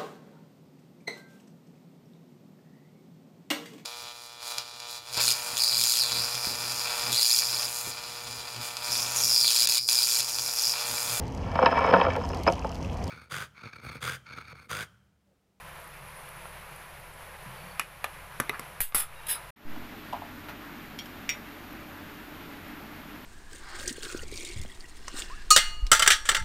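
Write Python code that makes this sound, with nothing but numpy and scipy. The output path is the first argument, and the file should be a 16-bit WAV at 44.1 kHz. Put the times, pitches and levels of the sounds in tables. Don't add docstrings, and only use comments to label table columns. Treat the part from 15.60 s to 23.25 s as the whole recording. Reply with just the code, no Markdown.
import sys
import numpy as np
from scipy import signal
from scipy.fft import rfft, irfft
from scipy.io import wavfile

SR = 44100
rng = np.random.default_rng(int(sys.argv[2]) if len(sys.argv) > 2 else 0)


def materialize(psi):
    bounded = np.clip(np.atleast_2d(psi).T, -1, 1)
    quanta = np.round(bounded * 32767).astype(np.int16)
    wavfile.write(sys.argv[1], SR, quanta)


def rack_gain(trim_db):
    fader = np.asarray(trim_db, float)
    return 10 ** (fader / 20)


N = 337365

# [t/s, peak level/dB, dull thump level/dB, ring tilt/(dB per octave), bright click level/dB]
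KNOCKS = [(1.743, -36, -21, -12, -22), (2.196, -13.5, -28, 4, 0.5), (2.213, -26, -28, 5, -17),
          (2.4427, -14.5, -42, 0, -11), (2.462, -47, -31, -4, -20), (2.8005, -13.5, -10, 2, -2),
          (2.895, -17, -17, -1.5, -9), (2.995, -27, -9, -4, 2), (3.205, -23, -18, 14, 5),
          (3.346, -21.5, -16, -9.5, 3.5), (3.364, -26, -32, -13, -5), (0.855, -31.5, -37, -14, -20),
          (2.9442, -39, -23, -5, -32), (3.323, -35, -27, -4, -36)]
PLACE_UNTIL = [2.3, 2.6, 2.85]
CONTACT_LENGTHS = [2.3, 4.2, 2.85, 2.1]
# [f/Hz, t60/s, level/dB at each of four places]
BOWL_MODES = [(674, 0.015, -10, -18, -13, -11), (810, 0.03, -11, -1.5, -11, -9),
              (960, 0.023, -8, -9, -15, -19), (1200, 0.034, -16, 0, 1.5, 2), (1335, 0.028, 5.5, -9, -4, -2),
              (1552, 0.021, -4, -4, -0.5, -2), (1750, 0.018, -10, -3, -2, -3),
              (2063, 0.02, -4.5, -8.5, -1.5, 7), (2200, 0.016, -3, -10, -10, 2),
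              (2442, .022, 4.5, 3.5, -20, -5), (2680, 0.016, -11, -7.5, -21, -13),
              (2870, 0.018, -2, -14, -18, -11), (3400, 0.0085, -15, -10, -13, -7),
              (3750, 0.0073, -16, -10, -12, -16)]
# [f/Hz, level/dB, t60/s]
LOAD_MODES = [(171, -18, 0.037), (365, 10, 0.024), (462, 10.5, 0.046)]
# [f/Hz, level/dB, t60/s]
CLICK_MODES = [(4480, -16, 0.001), (5740, -11, 0.004), (7000, -13, 0.0021), (8200, -9, 0.002),
               (10450, 2, 0.0024), (11500, -7.5, 0.0074)]
# [t/s, level/dB, f/Hz]
BOWL_ROCKS = [(1.86, -45, 186), (1.869, -46, 128), (2.038, -44, 178), (2.55, -62, 290)]
# [t/s, peak level/dB, f/Hz, t60/s]
STRAY_NOTES = [(2.1963, -25, 1320, .015), (2.1972, -25, 2450, .012), (2.2035, -33, 1750, .03),
               (2.895, -17, 2050, .024), (2.8975, -34, 430, .05), (2.899, -31, 2550, .025),
               (2.895, -29, 3700, .012), (2.8953, -25, 1200, .035), (3.2043, -25, 2330, .018),
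               (3.2055, -33, 850, .02), (3.3468, -27, 1350, .02), (3.7484, -34, 2300, .01),
               (3.7486, -38, 3900, .012), (4.548, -39, 920, .04), (4.536, -35, 690, .02),
               (2.4435, -27, 1650, .015), (2.8015, -29, 520, .025), (5.389, -39, 5300, .025),
               (5.389, -40, 4600, .03), (5.4075, -42, 2300, .04), (5.4575, -42, 3050, .03),
               (5.4585, -47, 5100, .03), (5.4615, -42, 1600, .025)]
# [t/s, rise/s, hold/s, bright ring level/dB, body rub relative level/dB]
STROKES = [
    (3.203, 0.0029, 0.009, -31, -24),
    (3.3457, 0.0007, 0.0069, -25, -5.5),
    (3.353, 0.0034, 0.051, -29, -8.5),
    (3.412, .004, .012, -40, -8),
    (3.6662, .001, 0.005, -37, -8),
    (3.680, 0.015, .034, -27.5, -28),
    (3.747, .004, .006, -41, 5),
]
DRAG_UNTIL = [3.33, 3.6]
# [t/s, level/dB]
LANDINGS = [(3.2041, -23), (3.3463, -19), (3.6674, -38)]
# [t/s, extra force/dB]
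CATCHES = [(3.2062, -2), (3.2132, 9), (3.2165, 5), (3.229, 3), (3.234, 3), (3.240, 4), (3.2483, 4),
           (3.2555, 3), (3.3485, 6), (3.353, 8), (3.3565, 6), (3.3590, 2), (3.3650, 7), (3.3703, 5),
           (3.3750, 2), (3.3815, 2), (3.3856, 4), (3.3896, 2), (3.3968, 5), (3.3997, 4), (3.4017, 5),
           (3.4066, 1), (3.4096, -3), (3.4135, -2), (3.431, 3), (3.4416, 3), (3.6697, 5), (3.6843, 8),
           (3.6907, 6), (3.6961, 6), (3.700, 6), (3.7038, 5), (3.7064, 2), (3.7095, 3), (3.7121, 6),
           (3.7210, 5), (3.7281, 4), (3.7313, 3), (3.7416, 2), (3.7485, 3), (3.7559, 5)]
# [f/Hz, level/dB in first, second, third drag, t60/s]
SPOON_MODES = [(3625, -35, -30, -19, 0.046), (4000, -35, -29, -17, .04), (4680, -18, -20, -22, 0.025),
               (5060, -26, -19, -13, 0.048), (5380, -29.5, -20, -18, .03), (6630, -15, -19, -21, 0.025),
               (7570, -14, -14.5, -32, .015), (8050, -15, -17, -19, .07), (8400, -19, -16, -21, .015),
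               (8980, -20, -20, -11, 0.11), (9250, -7.5, -19, -14, 0.023), (9710, -15, -5, -10, .022),
               (10185, -11, -4, -6, 0.03), (10500, -13, -17, -10, .02), (10730, -2, -5, -4, 0.032),
               (11090, -5, 0.5, -2, 0.04), (11250, -12, -4, -8, 0.016), (12480, -12, -15, -18, .02),
               (12050, 3, -12, -22, .035), (12300, -19, -12, -14, 0.0204), (13400, -21, -16, -16, 0.03),
               (14000, -15, -12, -8, .03), (14600, -21, -10, -12, .015), (15150, -21, -14, -11, .015)]
GRIT_LEVELS = [-1, -3, -4]
# [f/Hz, level/(dB per Hz)]
GRIT_COLOUR = [(290, -51), (500, -20.5), (726, -27), (968, -7.5), (1150, -27), (1600, -8.5), (3680, -11.5),
               (4500, -21), (7030, -18.5), (10800, -3), (15500, -19)]
# [f/Hz, width/Hz]
DRAG_NOTCHES = [(6120, 330), (7050, 350)]
# [t/s, rise/s, hold/s, rms level/dB]
SLOSHES = [(2.897, .003, .004, -52), (2.916, 0.019, 0.016, -38), (3.488, .01, 0.011, -56),
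           (3.556, 0.016, 0.039, -50), (3.66, .015, .008, -56)]
# [t/s, peak level/dB, f/Hz, t60/s]
PLOPS = [(2.4635, -37, 2980, .012), (2.467, -38, 1000, .03), (2.9315, -33, 1400, .015),
         (2.937, -31, 1500, .015), (2.9445, -29, 1500, 0.014), (2.9490, -34, 1300, .015),
         (2.9545, -35, 1500, .015), (2.9635, -37, 2100, .01), (2.9715, -41, 1400, .012),
         (2.995, -31.5, 1200, .02), (2.2005, -29, 2400, .02), (2.2055, -33, 2000, .02),
         (2.219, -33, 2100, .02), (2.2245, -40, 2700, .015), (2.9025, -32, 2290, .015),
         (.856, -35, 1300, .012), (.8565, -40, 2300, .008), (2.4440, -27, 2500, .015),
         (2.4455, -30, 1200, .025), (2.803, -27, 1900, .012)]
# [t/s, peak level/dB, f/Hz]
TICKS = [(.1274, -61, 6140), (.1999, -40, 11500), (.214, -57, 7000), (0.243, -40, 9600),
         (.2768, -38, 11500), (.4494, -46, 14300), (.4853, -42, 10800), (.6898, -39, 11000),
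         (.69, -38, 13000), (1.1613, -35.5, 10500), (1.3992, -39, 13000), (1.5374, -45, 8400),
         (1.8362, -43, 10100), (6.13, -38, 12500), (6.3964, -59, 5180), (7.0818, -37, 12800),
         (7.2004, -45, 12200)]
# [t/s, peak level/dB, sharp edge level/dB]
PAN_THUDS = [(4.162, -34, -12), (4.5262, -26, -18), (4.5312, -18.5, -20), (4.5412, -23, -30),
             (4.6195, -26, -24), (4.631, -34, -24)]
# [f/Hz, level/dB, t60/s]
PAN_MODES = [(700, 3, 0.02), (790, -1, 0.012), (900, 2, 0.02)]
# [f/Hz, level/dB, t60/s]
PAN_EDGE_MODES = [(1960, -8, .02), (2500, -5, .015), (2920, 4, .015), (3270, 2, .015), (4700, -7, .025),
                  (5600, -9, .015)]
# [t/s, peak level/dB, lowest f/Hz, length/ms]
SNAPS = [
    (4.533, -32, 2000, 3.0),
    (5.3887, -32, 3500, 6.0),
    (5.457, -36, 2800, 8.0),
    (5.693, -27, 1900, 12),
]
# [t/s, peak level/dB]
CLINKS = [
    (5.3894, -26),
    (5.692, -14),
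]
# [f/Hz, level/dB at first clink, level/dB at second clink, t60/s]
METAL_MODES = [(2000, -38, -12, 0.13), (2150, -26, -10, 0.11), (2330, -5, -0.5, 0.071),
               (2377, -22, 0.5, 0.045), (2520, -23, -4.5, 0.035), (2810, -9, -5, 0.055),
               (2620, -19, -9, 0.037), (3110, -9, -16, .04), (3272, 3.5, -18, 0.05), (3310, -7, -14, 0.074),
               (3663, -20, -11.5, 0.13), (4280, -9, -18, 0.036), (4610, -7, -10.5, 0.066),
               (5200, -12, -21, 0.071), (5610, -10, -6, 0.075), (6830, -15, -8.5, 0.059),
               (6830, -19, -29, 0.045), (7670, -24, -25, .05), (11400, -11, -19, .02),
               (13500, -19, -17, 0.1), (14800, -18, -11, 0.022)]
# [t/s after the clink, level/dB]
CLINK_BOUNCES = [(.0062, -4), (.013, -14)]
# [t/s, rise/s, hold/s, f/Hz, rms level/dB]
SQUEAKS = [(1.94, 0.05, .17, 4500, -63), (3.532, .008, 0.12, 2770, -57.5),
           (3.537, 0.035, 0.21, 3810, -59.5)]
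# [t/s, f/Hz, rms level/dB]
WHISTLE = [(.445, 9950, -75), (.47, 9880, -60), (.50, 9800, -56), (.525, 9800, -63), (.56, 9760, -57),
           (.595, 9660, -54), (.63, 9580, -62), (.645, 10020, -61), (.67, 9980, -55), (.705, 9860, -56),
           (.73, 9800, -68), (.76, 9950, -60), (.80, 9890, -56), (.825, 9980, -57), (.85, 9790, -55),
           (.89, 9850, -57), (.93, 9900, -63), (.97, 9830, -76)]
# [t/s, height/full scale, rise/s]
LURCHES = [(3.198, -0.026, 0.0092), (3.219, 0.02, 0.024), (3.34, -0.028, 0.0093), (3.375, 0.013, 0.035),
           (3.45, -0.0068, 0.059), (3.731, 0.00099, 0.026), (4.043, 0.03, 0.047)]
# [f/Hz, level/(dB per Hz)]
BOWL_ROOM = [(180, -48), (300, -35), (326, -13), (446, -11), (501, -5.5), (745, -6.5), (986, -4),
             (1440, -6.5), (2330, -8.5), (3300, -16), (4590, -21), (5330, -23.5), (8050, -27),
             (10800, -15.5), (15600, -29)]
STOVE_ROOM = [(210, -7.5), (360, -4.5), (421, -2), (509, -7.5), (596, 0), (676, -4.5), (732, -2.5),
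              (972, -3), (1400, -2), (2210, -5), (3380, -11), (8170, -27), (10500, -23), (12900, -14),
              (15600, -27.5)]
# [f/Hz, width/Hz, rms level/dB]
BOWL_HUM = [(24, 34, -62.5), (73.8, 9.5, -64.5), (116, 14, -70), (144.6, 25.4, -57.5), (178, 19, -65.5),
            (243, 110, -70), (1000, 32, -61)]
STOVE_HUM = [(24.1, 21, -61.5), (91.7, 9.2, -58.5), (133, 20, -66.5), (163, 33, -57.5),
             (207.8, 21.6, -56.5), (243.3, 16, -54.5), (295.6, 32.5, -51.5), (346.6, 13, -62.5),
             (425, 13, -65), (6900, 250, -76), (13680, 50, -70)]
# [f/Hz, rms level/dB]
MOTORS = [
    [(39, -59.5), (78, -64.5)],
    [(46, -60.5), (92, -73)],
]
# [t/s, depth/dB, time
# to deepest/s]
DUCKS = [
    (.15, -1, 0.099),
    (1.15, -1, 0.17),
    (2.2, -2.5, 0.088),
    (3.215, -15.5, 0.046),
    (3.35, -3.5, 0.094),
]
# [t/s, length/s, f/Hz, width/Hz]
DROPOUTS = [(3.375, .075, 6050, 260), (3.365, .04, 6850, 250), (3.685, .08, 6150, 360),
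            (3.69, .062, 7150, 620), (3.715, .03, 4650, 200)]

HISS_TOP_HZ = 15480


def knocks():
    out = np.zeros(N)
    for s, db, thump_db, tilt_db, click_db in KNOCKS:
        place = np.searchsorted(PLACE_UNTIL, s)
        contact_ms = CONTACT_LENGTHS[place]
        contact = crack(contact_ms)
        touch = contact * np.exp(-1000 * np.arange(len(contact)) / SR / (0.75 * contact_ms))
        body = 0
        for hz, t60, *place_db in BOWL_MODES:
            mode_db = place_db[place] + tilt_db * np.log2(hz / 1500)
            body = body + rack_gain(mode_db) * peak_one(ring(touch, hz, t60))
        body = above(above(body, 660), 410)
        click_sound = above(contact, 3400)
        click_sound += sum(rack_gain(d) * peak_one(ring(contact, hz, t60)) for hz, d, t60 in CLICK_MODES)
        load = above(sum(rack_gain(d) * ring(np.abs(contact), hz, t60) for hz, d, t60 in LOAD_MODES), 130)
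        hit = peak_one(body) + rack_gain(click_db) * peak_one(click_sound) + rack_gain(thump_db) * peak_one(load)
        place_at(out, s, rack_gain(db) * hit)
    return out + sum(strike([s], db, hz, 0.34) for s, db, hz in BOWL_ROCKS)


def spoon_drags():
    bright, body = drag_forces()
    grit = grains(7000, 2.6) * rack_gain(2.4 * drift(300))
    catch_rise_s = 0.0008
    catch_db = sum(db * bump(s, catch_rise_s) for s, db in CATCHES)
    out = (rack_gain(np.array(GRIT_LEVELS)) @ bright) * rack_gain(0.35 * catch_db - 2.5) * coloured(grit, GRIT_COLOUR)
    bright *= rack_gain(catch_db - 2.5)
    caught = np.round((np.array(CATCHES)[:, 0] + catch_rise_s) * SR).astype(int)
    landing_s, landing_db = np.transpose(LANDINGS)
    for k, (hz, *db, t60) in enumerate(SPOON_MODES):
        force = rack_gain(np.array(db)) @ bright
        drive = rack_gain(-19) / np.sqrt(t60 * 100) * np.roll(grit, k * k * 20) * force
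        drive[caught] += rack_gain(-6) * force[caught]
        landed = np.round((landing_s + rng.uniform(0, 0.0019)) * SR).astype(int)
        drive[landed] += rack_gain(landing_db + db)
        out += ring(drive, hz, t60)
    for hz, width_hz in DRAG_NOTCHES:
        out = between(out, hz - width_hz / 2, hz + width_hz / 2, 2, "bandstop")
    wet = grains(1500, 3.8) * body
    rubbed = 0
    for k, (hz, t60, *db) in enumerate(BOWL_MODES):
        rubbed = rubbed + rack_gain(np.mean(db) - 25) * ring(np.roll(wet, k * 10), hz, 0.54 * t60)
    return above(out, 450) + above(rubbed, 620)


def drag_forces():
    ring_fall, rub_fall, slosh_fall = 800, 420, 650
    bright, body = np.zeros((3, N)), np.zeros(N)
    for s, rise_s, hold_s, db, rub_db in STROKES:
        drag = np.searchsorted(DRAG_UNTIL, s)
        if drag == 0:
            pace = 0.38
        elif rise_s < 0.003:
            pace = 2499 / ring_fall
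        else:
            pace = 1
        bright[drag] += rack_gain(db) * swell(s, rise_s, hold_s, pace * ring_fall)
        body += rack_gain(db + rub_db) * swell(s, rise_s, hold_s, pace * rub_fall)
    body += sum(rack_gain(db) * swell(*shape, slosh_fall) for *shape, db in SLOSHES)
    return bright, body


def stray_notes():
    out, click = np.zeros(N), unit_click()
    for s, db, hz, t60 in STRAY_NOTES:
        place_at(out, s, rack_gain(db) * peak_one(ring(ring(click, hz, t60), hz, 3 / hz)))
    return out


def plops():
    out, click = np.zeros(N), unit_click()
    for s, db, hz, t60 in PLOPS:
        pair = ring(click, 0.94 * hz, t60) + ring(click, 1.13 * hz, t60)
        place_at(out, s, rack_gain(db) * peak_one(ring(pair, hz, 0.35 * t60)))
    return out


def ticks():
    out, click = np.zeros(N), unit_click()
    for s, db, hz in TICKS:
        for pitch_hz in (0.93 * hz, min(1.075 * hz, 15200)):
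            burst = ring(ring(click, pitch_hz, 44 / hz), pitch_hz, 37 / hz)
            place_at(out, s, rack_gain(db - 19.5) * burst)
    return out


def pan_thuds():
    s, db, edge_db = np.transpose(PAN_THUDS)
    body = sum(strike(s, db + d - 3.5, hz, t60) for hz, d, t60 in PAN_MODES)
    body = between(above(above(body, 700), 700), 610, 1100, 3)
    return body + sum(strike(s, db + edge_db + d - 5.5, hz, t60) for hz, d, t60 in PAN_EDGE_MODES)


def clinks():
    s, db = np.transpose(CLINKS)
    rattle = drift(180)
    out = 0
    for k, (hz, first, second, t60) in enumerate(METAL_MODES):
        mode = strike(s, db + np.array([first, second]) - 10, hz, t60)
        out = out + mode * rack_gain(3.5 * np.roll(rattle, k * SR // 10))
    out = above(out, 2250)
    return out + sum(rack_gain(d) * np.roll(out, round(lag * SR)) for lag, d in CLINK_BOUNCES)


def snaps_and_rustle():
    out = np.zeros(N)
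    for s, db, low_hz, length_ms in SNAPS:
        place_at(out, s, rack_gain(db) * above(crack(length_ms), low_hz))
    brush = swell(4.882, 0.0049, 0.011, 940)
    return out + rack_gain(-41) * brush * coloured(grains(4000, 2.8), STOVE_ROOM)


def whistle():
    t = np.arange(N) / SR
    s, hz, db = np.transpose(WHISTLE)
    pitch_hz = np.interp(t, s, hz) + 100 * drift(220)
    level_db = np.interp(t, s, db, -120, -120) - 1.5 + 4 * drift(50)
    return rack_gain(level_db) * np.sqrt(2) * np.sin(2 * np.pi * np.cumsum(pitch_hz) / SR)


def squeaks():
    out, flutter = np.zeros(N), drift(70)
    glide_hz_per_s = -200
    for s, rise_s, hold_s, hz, db in SQUEAKS:
        age = np.arange(N) / SR - s
        turns = hz * age + 0.5 * glide_hz_per_s * hz / 10000 * age ** 2
        out += rack_gain(db) * swell(s, rise_s, hold_s, 256) * (0.6 + flutter) * np.sin(2 * np.pi * turns)
    return out


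def lurches():
    pushes = sum(height * bump(s, rise_s) for s, height, rise_s in LURCHES)
    return signal.sosfilt(signal.butter(2, 45, fs=SR, output="sos"), pushes)


def kitchen(x):
    t60_s = 0.16
    t = np.arange(int(0.3 * SR)) / SR
    tail = rng.standard_normal(len(t)) * rack_gain(-60 * t / t60_s) * (t > 0.006)
    tail = signal.lfilter([1], [1, -0.6], tail)
    return signal.fftconvolve(x, tail / np.sqrt(np.sum(tail ** 2)))[:N]


def room_noise(db, colour, hum, motor, patchy_db):
    hiss = coloured(rng.standard_normal(N), colour) * rack_gain(patchy_db * drift(12))
    waver = 0
    for hz in (600, 850, 1200, 1700, 2400, 3400):
        waver = waver + (rack_gain(0.9 * drift(16)) - 1) * between(hiss, hz / 1.186, hz * 1.17, 1)
    hiss = steep_top(hiss + waver, 9, 50)
    low = np.zeros(N)
    for hz, width_hz, d in hum:
        t60 = 1.45 / width_hz
        low += rack_gain(d) * rms_one(ring(ring(rng.standard_normal(N), hz, t60), hz, t60))
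    for hz, d in motor:
        level = rack_gain(d + 4.5 + 2 * drift(5.5))
        low += level * np.sin(2 * np.pi * np.cumsum(hz + 0.865 * drift(1.77)) / SR)
    return rack_gain(db) * hiss + low


def crack(contact_ms):
    t = np.arange(int(0.1 * SR)) / SR
    contact = 0.22 * rng.standard_normal(len(t)) * np.exp(-1000 * t / contact_ms)
    contact[0] = -0.405
    return contact


def grains(per_s, spread_db):
    sizes = rack_gain(spread_db * np.minimum(rng.exponential(1, N), 4)) * rng.choice([-1, 1], N)
    return rms_one(sizes * (rng.random(N) < per_s / SR))


def ring(clicks, hz, t60):
    r, w = rack_gain(-60 / (t60 * SR)), 2 * np.pi * hz / SR
    return signal.lfilter([0, np.sin(w)], [1, -2 * r * np.cos(w), r * r], clicks + 1e-18)


def strike(times, db, hz, t60):
    clicks = np.zeros(N)
    clicks[np.round(np.asarray(times) * SR).astype(int)] = rack_gain(db)
    return ring(clicks, hz, t60)


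def unit_click():
    return np.eye(1, 2000)[0]


def place_at(out, s, sound):
    at = round(s * SR)
    out[at:at + len(sound)] += sound


def swell(s, rise_s, hold_s, fall_db_per_s):
    age = np.arange(N) / SR - s
    fall = rack_gain(-fall_db_per_s * np.clip(age - rise_s - hold_s, 0, 0.5))
    return np.clip(age / max(rise_s, 1e-4), 0, 1) * fall


def bump(s, rise_s):
    age = np.maximum(np.arange(N) / SR - s, 0) / rise_s
    return age * np.exp(1 - age)


def drift(rate):
    knots = np.arange(0, N / SR + 2 / rate, 0.5 / rate)
    return rms_one(np.interp(np.arange(N) / SR, knots, rng.standard_normal(len(knots))))


def coloured(x, spectrum):
    hz, db = np.transpose(spectrum)
    grid = np.maximum(np.arange(N // 2 + 1) * SR / N, 1)
    return rms_one(irfft(rfft(x) * rack_gain(np.interp(np.log(grid), np.log(hz), db)), N))


def above(x, hz):
    return signal.sosfilt(signal.butter(2, hz, "high", fs=SR, output="sos"), x)


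def between(x, low_hz, high_hz, order, kind="band"):
    return signal.sosfilt(signal.butter(order, [low_hz, high_hz], kind, fs=SR, output="sos"), x)


def steep_top(x, order, depth_db):
    return signal.sosfilt(signal.ellip(order, 0.5, depth_db, HISS_TOP_HZ, fs=SR, output="sos"), x)


def rms_one(x):
    return x / np.sqrt(np.mean(x ** 2) + 1e-20)


def peak_one(x):
    return x / np.abs(x).max()


def dropouts(x):
    t, out = np.arange(N) / SR, x.copy()
    for s, length_s, hz, width_hz in DROPOUTS:
        edges_hz = [hz - width_hz / 2, hz + width_hz / 2]
        band = signal.sosfiltfilt(signal.butter(3, edges_hz, "band", fs=SR, output="sos"), x)
        out -= band * np.clip(np.minimum(t - s, s + length_s - t) / 0.008, 0, 1)
    return out


def scene():
    t = np.arange(N) / SR
    cut_s, resume_s = 3.906, 3.96
    taps = knocks()
    hits = spoon_drags() + pan_thuds() + clinks() + snaps_and_rustle()
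    echoes = kitchen(rack_gain(-13.5) * taps + rack_gain(-8.5) * hits)
    near = taps + hits + echoes + stray_notes() + plops() + ticks() + whistle() + squeaks() + lurches()
    by_bowl = room_noise(-47, BOWL_ROOM, BOWL_HUM, MOTORS[0], patchy_db=0.6)
    by_bowl = by_bowl * rack_gain(sum(db * bump(s, rise_s) for s, db, rise_s in DUCKS))
    by_stove = room_noise(-46.5, STOVE_ROOM, STOVE_HUM, MOTORS[1], patchy_db=0.3)
    by_stove = by_stove * rack_gain(-14.5 * np.clip(1 - (t - resume_s) / 0.15, 0, 1))
    before = np.clip((cut_s - t) / 0.0014, 0, 1)
    after = np.clip((t - resume_s) / 0.0033, 0, 1)
    return (before * (near + by_bowl) + after * (near + by_stove))[None]


def top_cut(x):
    return signal.sosfilt(signal.butter(12, 16640, fs=SR, output="sos"), x)


def record(dry):
    finished = steep_top(dropouts(dry), 5, 16)
    return top_cut(finished)


dry = scene()
out = record(dry)
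materialize(out)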